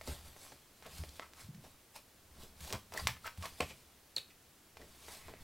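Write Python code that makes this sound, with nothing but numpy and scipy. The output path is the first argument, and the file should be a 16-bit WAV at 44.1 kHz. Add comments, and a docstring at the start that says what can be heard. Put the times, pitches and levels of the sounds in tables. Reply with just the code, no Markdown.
"""A creased sheet of cardstock hisses as it is slid, unfolded and turned on a work mat in a small room.
Fibre slips make the hiss and crackle; creases snap and flaps tap as clicks with fluttering bending waves;
panels pat down as filtered noise, edges scrape as noisy slips and squeak as short unsteady tones.
Panels push low swinging puffs of air and the desk rumbles under the arm. Short reflections,
quiet air, hum and faint stereo hiss surround a close, nearly mono pickup."""
import sys
import numpy as np
from scipy import signal
from scipy.fft import rfft, irfft
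from scipy.io import wavfile
from scipy.ndimage import uniform_filter1d

SR = 44100
rng = np.random.default_rng(int(sys.argv[2]) if len(sys.argv) > 2 else 0)


def generate_wav(signal):
    """Clip the signal to [-1, 1] and save it as 16-bit WAV at the path in sys.argv[1]."""
    frames = np.transpose(np.atleast_2d(signal))
    scaled = np.clip(frames, -1, 1) * 32767
    pcm = np.round(scaled).astype(np.int16)
    wavfile.write(sys.argv[1], SR, pcm)


N = 239446
TIME = np.arange(N) / SR
BINS = np.fft.rfftfreq(2048, 1 / SR) + 1  # Hz, offset to keep logs finite

# pushes of the sheet over the mat: (time of greatest speed [s], hiss level before slide gain [dB],
# sheet rise [s], sheet fall [s], arm rumble level [dB])
STROKES = [(.095, -46.5, 0.039, 0.065, -54), (.26, -56, 0.031, 0.051, -56), (.45, -56, 0.13, .095, -67.5),
           (.98, -52.5, 0.092, 0.097, -59), (1.17, -58.5, 0.052, 0.058, -71),
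           (1.41, -53.5, .036, 0.041, -66), (1.65, -60.5, 0.025, 0.042, -57),
           (1.962, -49.5, 0.011, 0.019, -67), (2.435, -56, 0.063, .035, -54.5),
           (2.625, -52, 0.024, 0.057, -56), (2.69, -48.5, 0.053, .055, -63),
           (2.985, -47, 0.034, .07, -51.5), (3.255, -53.5, .022, .045, -61), (3.45, -49, 0.037, 0.049, -59),
           (3.61, -55, .08, .15, -64), (4.82, -65, .04, 0.085, -60), (5.135, -51, 0.13, 0.073, -64),
           (5.28, -60, 0.034, 0.043, -57), (5.42, -62, 0.034, .05, -56)]
STROKE_SHAPE = 1.07  # 1 = pointed swell of speed, 2 = rounded


def amp(db):
    """Decibels to gain."""
    return 10 ** (np.asarray(db) / 20)


def evened(x):
    """Scales to rms 1."""
    return x / np.sqrt(np.mean(x ** 2) + 1e-20)


def read(points, hz):
    """Interpolates a table on a log-frequency axis."""
    f, value = np.transpose(points)
    return np.interp(np.log(hz + 1), np.log(f + 1), value)


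def add(mix, s, sound):
    """Mixes a sound in at time s."""
    part = mix[max(round(s * SR), 0):][:len(sound)]
    part += sound[:len(part)]


def coloured(x, points):
    """Gives an N-sample signal a spectrum, at rms 1."""
    gain = amp(read(points, np.fft.rfftfreq(N, 1 / SR)))
    return evened(irfft(rfft(x) * gain, N))


def smoothed_noise(shape, *passes):
    """Gaussian noise at rms 1 after moving averages, each given as (size, axis)."""
    x = rng.standard_normal(shape)
    for size, axis in passes:
        x = uniform_filter1d(x, size=size, axis=axis)
    return evened(x)


def swell(t, rise_s, fall_s, shape):
    """Grows to 1 at t = 0 and dies away; rise and fall are 1/e times."""
    return np.exp(-abs(t / np.where(t < 0, rise_s, fall_s)) ** shape)


def ring(db):
    """Minimum-phase impulse response of energy 1 with the given dB shape on BINS."""
    log_gain = np.log(amp(np.r_[db, db[-2:0:-1]]))
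    response = np.fft.ifft(np.exp(np.conj(signal.hilbert(log_gain)))).real[:len(BINS)]
    return response / np.linalg.norm(response)


def card(centre_hz, focus_db, baffle=0.33):
    """Card resonances in dB under a hump set by the moving part; small parts radiate little bass."""
    # card resonances: (freq [Hz], width [Hz], level [dB])
    resonances = [(425, 94, 5), (663, 200, 7.5), (995, 120, 6.5), (1280, 61, 3), (1650, 330, 1.5),
                  (2280, 800, 3.5), (3180, 82, 2.5), (5200, 610, 2), (5750, 99, 5), (7630, 460, 5.5)]
    modes = sum(db / (1 + (2 * (BINS - hz) / width_hz) ** 2) for hz, width_hz, db in resonances)
    leak = -10 * np.log10(1 + (baffle * centre_hz / (BINS + 50)) ** 4)
    hump = -focus_db * (np.hypot(1, np.log2(BINS / centre_hz)) - 1)
    return modes + leak + hump


def fibres(size, per_s, spread_db, smooth):
    """Tiny slips of unequal size over a smooth rub, at rms 1."""
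    sizes = amp(spread_db * np.minimum(rng.exponential(1, size), 4))
    slips = (rng.random(size) < per_s / SR) * sizes
    signed = evened(slips * rng.choice([-1, 1], size))
    return evened(signed + smooth * rng.standard_normal(size))


def shifting(x, patch_db):
    """As the contact moves, narrow bands of the sheet swell and fade."""
    z = signal.stft(x, nperseg=512, noverlap=384)[2]
    patches = smoothed_noise(z.shape, (4, 0), (9, 1))
    return evened(signal.istft(z * amp(patch_db * patches), nperseg=512, noverlap=384)[1][:N])


def background(quiet_db=-64.5, hum_hz=122, hum_db=-86, side_db=-71):
    """Room air, a faint hum and microphone hiss: coloured noise and a sine, as mid and side."""
    # mid noise spectrum: (freq [Hz], relative level [dB])
    air_points = [(12, -10), (22, 2.5), (42, -3), (85, 2), (160, -2.5), (350, -3), (800, -8), (1500, -10),
                  (3200, -12.5), (8000, -15), (16000, -16)]
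    # spectrum of the hiss that differs between the ears: (freq [Hz], relative level [dB])
    side_points = [(12, -45), (20, -21), (63, -9.5), (542, 3.5), (642, 2), (1190, -4), (11400, -2.5),
                   (16000, -0.5)]
    mid, side = rng.standard_normal((2, N))
    hum = amp(hum_db) * np.sin(2 * np.pi * hum_hz * TIME)
    return amp(quiet_db) * coloured(mid, air_points) + hum, amp(side_db) * coloured(side, side_points)


def room(x, delay_s=0.0033):
    """Sparse reflections from desk and walls, each band dying at its own speed."""
    # decay by band: (freq [Hz], t60 [s])
    decay_points = [(100, 0.77), (400, 0.072), (1000, 0.22), (3500, 0.26), (8000, 0.22), (15000, 0.33)]
    size = SR // 2
    hits = rng.choice([-1., 1.], size) * (rng.random(size) < 4000 / SR)
    taps = hits * (np.arange(size) / SR > delay_s)
    hz, t, z = signal.stft(taps, SR, nperseg=256)
    decay = amp(-60 * t / read(decay_points, hz)[:, None])
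    tail = signal.istft(z * decay, SR, nperseg=256)[1]
    return signal.fftconvolve(x, tail / np.linalg.norm(tail))[:N]


def hands(arm_stretch=1.82):
    """The desk rumbles under the arm, whose moves last arm_stretch times longer than the sheet's."""
    # rumble spectrum: (freq [Hz], relative level [dB])
    rumble_points = [(20, 0.0), (45, -15), (72, 6.5), (110, -9.5), (170, -7.0), (350, -20.5), (2000, -37)]
    rumble = coloured(rng.standard_normal(N), rumble_points)
    moves = [amp(db) * swell((TIME - s) / arm_stretch, rise_s, fall_s, STROKE_SHAPE)
             for s, _, rise_s, fall_s, db in STROKES]
    return np.linalg.norm(moves, axis=0) * rumble


def puffs(sag=0.18, wobble=0.17, flex_hz=165, flex_db=-11, damping=0.62):
    """A panel swings unevenly for a few cycles, slowing as it settles, and flexes in a second mode."""
    # air pushed by a swinging panel: (start [s], swing level before fades [dB], mean freq [Hz], length [s])
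    swings = [(.081, -35.5, 78, 0.06), (.923, -52, 65, 0.07), (.987, -36.5, 82, 0.058),
              (1.428, -50, 109, 0.078), (1.484, -43.5, 161, 0.033), (1.543, -44.5, 164, .029),
              (1.574, -47.5, 170, 0.034), (2.6, -47, 73.6, 0.07), (2.726, -38, 100, .053),
              (3.014, -41, 73, .055), (3.049, -36.5, 96, 0.0337), (3.079, -44.5, 116, 0.052),
              (3.375, -38.5, 79, 0.062), (3.61, -40, 79, 0.049)]
    out = np.zeros(N)
    for s, db, hz, length_s in swings:
        u = np.arange(0, 1, 1 / (length_s * SR))
        unsteady = 1 + wobble * smoothed_noise(len(u), (200, 0))
        angle = 2 * np.pi * np.cumsum(unsteady + sag * (.5 - u)) / SR
        flex = amp(flex_db) * np.sin(flex_hz * angle + 2 * np.pi * rng.random())
        fade = signal.windows.tukey(len(u), .5) * np.exp(-damping * u)
        add(out, s, amp(db) * (flex - np.sin(hz * angle)) * fade)
    return out


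def squeaks(glide=0.092, jitter=0.048, rough=0.11):
    """An edge catches and lets go at a nearly regular, falling rate for a few milliseconds."""
    # stick-slip squeaks: (start [s], tone peak level [dB], mean freq [Hz], length [s])
    slips = [(2.975, -31.5, 1830, 0.006), (2.995, -39, 4900, 0.0087), (3.242, -42, 1330, 0.01),
             (4.1628, -25, 4250, 0.0069), (4.18, -29.5, 3740, 0.0057)]
    out = np.zeros(N)
    for s, db, hz, length_s in slips:
        u = np.arange(0, 1, 1 / (length_s * SR))
        unsteady = smoothed_noise(len(u), (12, 0))
        turns = np.cumsum(hz * (1 + glide * (.5 - u) + jitter * unsteady)) / SR
        tone = np.sin(2 * np.pi * turns) + rough * rng.standard_normal(len(u))
        add(out, s, amp(db) * np.sin(np.pi * u) ** 2 * tone)
    return out


def scrapes(focus_db=10.5, ripple_db=3.0, edge_db=6, edge_octaves=0.28, gain_db=-1):
    """Uneven slips of an edge swell, fade and chatter on, ringing the flap that carries it."""
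    # edge dragged or flicked over mat or flap:
    # (time of strongest drag [s], level before gain_db [dB], fall [s], edge pitch [Hz])
    drags = [(.077, -52, 0.0073, 1320), (.105, -65, 0.043, 540), (.366, -57, .004, 850),
             (.43, -60, .055, 8000), (.465, -55, .004, 900), (.855, -58.5, 0.037, 1350),
             (1.091, -54.5, 0.0077, 4270), (1.227, -52, 0.033, 1170), (1.39, -61, 0.04, 1350),
             (1.655, -60.5, 0.024, 860), (1.962, -54, .014, 840), (2.743, -43, 0.018, 1080),
             (2.953, -47.5, .028, 880), (2.978, -46.5, .016, 1830), (2.998, -44, .013, 1000),
             (3.0718, -28.5, .0012, 1100), (3.089, -47.5, .017, 1700), (3.169, -55, .006, 1330),
             (3.267, -41.5, .02, 1330), (3.448, -45, 0.025, 1100), (3.607, -30.5, .004, 730),
             (3.6066, -27.5, .002, 2400), (3.701, -52, 0.021, 2550), (4.1637, -36.5, 0.00095, 8700),
             (4.171, -44.5, 0.0045, 2750), (4.182, -45, 0.0037, 2500), (4.308, -61, .011, 2620),
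             (4.819, -55, .005, 1800), (5.086, -56, .003, 1900), (5.105, -57.5, .02, 983),
             (5.27, -63, 0.18, 1950), (5.291, -53, .008, 980)]
    rise_share = .7  # rise time / fall time
    chatter_db, chatter_lag_s, chatter_s = -14.5, .017, 0.011
    out = np.zeros(N)
    for s, db, fall_s, hz in drags:
        rise_s = rise_share * fall_s
        start = max(s - 3 * rise_s, 0)
        t = np.arange(start - s, chatter_lag_s + 3 * max(fall_s, chatter_s), 1 / SR)
        edge = edge_db * np.exp(-(np.log2(BINS / hz) / edge_octaves) ** 2)
        # each grip shifts the fine peaks of the flap
        grip = smoothed_noise(len(BINS), (4, 0), (4, 0))
        body = ring(card(hz, focus_db) + edge + ripple_db * grip)
        chatter = amp(chatter_db) * swell(t - chatter_lag_s, rise_share * chatter_s, chatter_s, 1.5)
        drag = np.hypot(swell(t, rise_s, fall_s, 2.05), chatter)
        slips = fibres(len(t), per_s=1100, spread_db=2.5, smooth=0.46)
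        rasp = drag * signal.fftconvolve(slips, body)[:len(t)]
        add(out, start, amp(db + gain_db) * rasp * np.linalg.norm(drag) / np.linalg.norm(rasp))
    return out


def slaps(rise_s=0.00054, settle_share=.2, settle_s=0.025):
    """Dull, dying pats of card on the mat; the rest of the panel settles in a second decay."""
    # panel landing flat: (start [s], level [dB], main decay [s])
    landings = [(.075, -43.5, 0.026), (.522, -57, 0.016), (.857, -48.5, 0.017), (1.037, -47, .0043),
                (1.197, -48, 0.0032), (1.64, -58.5, 0.024), (2.43, -60.5, 0.058), (2.704, -45.5, 0.016),
                (2.727, -40, 0.018), (2.937, -45.5, 0.014), (3.6035, -29, .007), (3.705, -54, .015),
                (4.165, -47, 0.0078), (4.794, -55.5, .058), (5.286, -54, .04)]
    # pat spectrum: (freq [Hz], relative level [dB])
    pat_points = [(60, -26), (130, -5.5), (330, -1.5), (500, 0.5), (720, -3.5), (1100, -12.5), (2400, -21),
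                  (5000, -22), (15000, -75)]
    out, t = np.zeros(N), np.arange(SR // 5) / SR
    body = ring(read(pat_points, BINS))
    for s, db, decay_s in landings:
        fade = (1 - settle_share) * np.exp(-t / decay_s) + settle_share * np.exp(-t / settle_s)
        push = fade * (1 - np.exp(-t / rise_s))
        pat = signal.fftconvolve(push * rng.standard_normal(len(t)), body)
        add(out, s, amp(db) * pat * np.linalg.norm(push) / np.linalg.norm(pat))
    return out


def snaps(focus_db=3.5, flutter_s=0.0023, flutter_tilt_db=1.0, contact_s=0.00053, smear=0.34,
          soft_hz=6300, onset_s=.0015, gain_db=-1):
    """A sharp contact, then brighter bending waves that flutter out through the sheet."""
    # creases snapping, flaps tapping: (time before onset_s [s], click peak level before gain_db [dB],
    # centre freq [Hz], tilt [dB/octave], flutter level re contact [dB])
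    # onset_s: a short fixed delay before each click
    contacts = [(.011, -32, 850, -1, -2.5), (.074, -30, 4110, 8, -6), (.363, -42.5, 802, -4, -11),
                (.519, -41, 1010, -3.5, 2.5), (.823, -39, 1280, -2, -2), (.862, -37.5, 1550, 2, 1),
                (.982, -33.5, 4210, 3.5, -4), (1.036, -31.5, 972, -.5, -13), (1.195, -24, 1260, -3, -20),
                (1.334, -37, 993, 2, -14), (1.545, -46.5, 2340, -1.5, 4), (2.434, -40, 1030, 12, -2),
                (2.605, -38.5, 1990, 1.5, 5.5), (2.703, -30, 5300, -4, -16), (2.725, -19, 4500, 2.5, -4.5),
                (2.732, -23.5, 1000, 4, -10), (2.921, -34.5, 1270, -2.5, 0), (2.937, -28.5, 960, 3.5, 0),
                (2.961, -33.5, 1240, -8.5, -13), (2.974, -24.5, 1900, 12, -1), (3.07, -10.5, 2500, 0, -4.5),
                (3.265, -33.5, 1230, 12, 8), (3.374, -40.5, 1430, 0.5, 1.5), (3.424, -30, 2370, -2, -2),
                (3.455, -24.5, 1000, -.5, -2), (4.164, -36, 4230, -1.5, -2), (4.769, -35.5, 1750, -3.5, -3),
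                (4.814, -43, 886, 1, -8), (5.082, -34, 1100, -3, 1), (5.282, -37, 930, -5.5, -3.5),
                (5.337, -35.5, 1090, -6, -13)]
    out, t = np.zeros(N), np.arange(len(BINS)) / SR
    softness = -10 * np.log10(1 + (BINS / soft_hz) ** 8)
    decays_s = np.array([[contact_s], [flutter_s]])
    for s, db, hz, tilt_db, flutter_db in contacts:
        octaves = np.log2(BINS / hz)
        colour = card(hz, focus_db) + tilt_db * octaves
        click, bending = ring(colour + softness), ring(colour + flutter_tilt_db * octaves)
        grit, flutter = rng.standard_normal((2, len(t))) * t * np.exp(-t / decays_s)
        contact = signal.fftconvolve((t == 0) + smear * grit / np.linalg.norm(grit), click)
        waves = amp(flutter_db) * signal.fftconvolve(flutter / np.linalg.norm(flutter), bending)
        add(out, s + onset_s, amp(db + gain_db) * (contact + waves) / abs(click).max())
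    return out


def slide(gain_db=-1.5, creep_db=-73, judder_db=1.0, crackle_db=-10, patch_db=2.5):
    """Fibres hiss over the mat with the sheet's speed; a few catch and crackle in the card."""
    # hiss spectrum before patches: (freq [Hz], relative level [dB])
    hiss_points = [(100, -4), (350, -2), (700, 2), (1500, -3), (2800, -2), (4200, 0.5), (6000, -4),
                   (9000, -3.5), (13000, -8), (16000, -15)]
    judder = smoothed_noise(N, (400, 0))
    pushes = [amp(db) * swell(TIME - s, rise_s, fall_s, STROKE_SHAPE)
              for s, db, rise_s, fall_s, _ in STROKES]
    # creep: hiss of the held sheet between pushes, before gain_db
    speed = amp(gain_db) * np.hypot(np.linalg.norm(pushes, axis=0), amp(creep_db))
    rub = coloured(fibres(N, per_s=4000, spread_db=2.5, smooth=0.88), hiss_points)
    hiss = shifting(rub, patch_db) * amp(judder_db * judder)
    catches = fibres(N, per_s=120, spread_db=3.5, smooth=0.033)
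    crackle = evened(signal.fftconvolve(catches, ring(card(1560, focus_db=1.0)))[:N])
    return speed * (hiss + amp(crackle_db) * crackle)


def scene(room_db=-7, puff_room_db=-15, squeak_room_db=-9):
    """The card and its room sit in the centre; only the background hiss has width."""
    paper = snaps() + slaps() + slide() + scrapes()
    air, squeak = puffs(), squeaks()
    quiet, side = background()
    echo = room(amp(room_db) * paper + amp(puff_room_db) * air + amp(squeak_room_db) * squeak)
    mid = paper + air + squeak + echo + hands() + quiet
    return np.array([mid + side, mid - side])


def record(dry, edge_hz=15950):
    """Band limit of the recorder: a linear-phase lowpass."""
    lowpass = signal.firwin(511, edge_hz, window=("kaiser", 9), fs=SR)
    return signal.oaconvolve(dry, lowpass[None], "same")


dry = scene()
out = record(dry)
generate_wav(out)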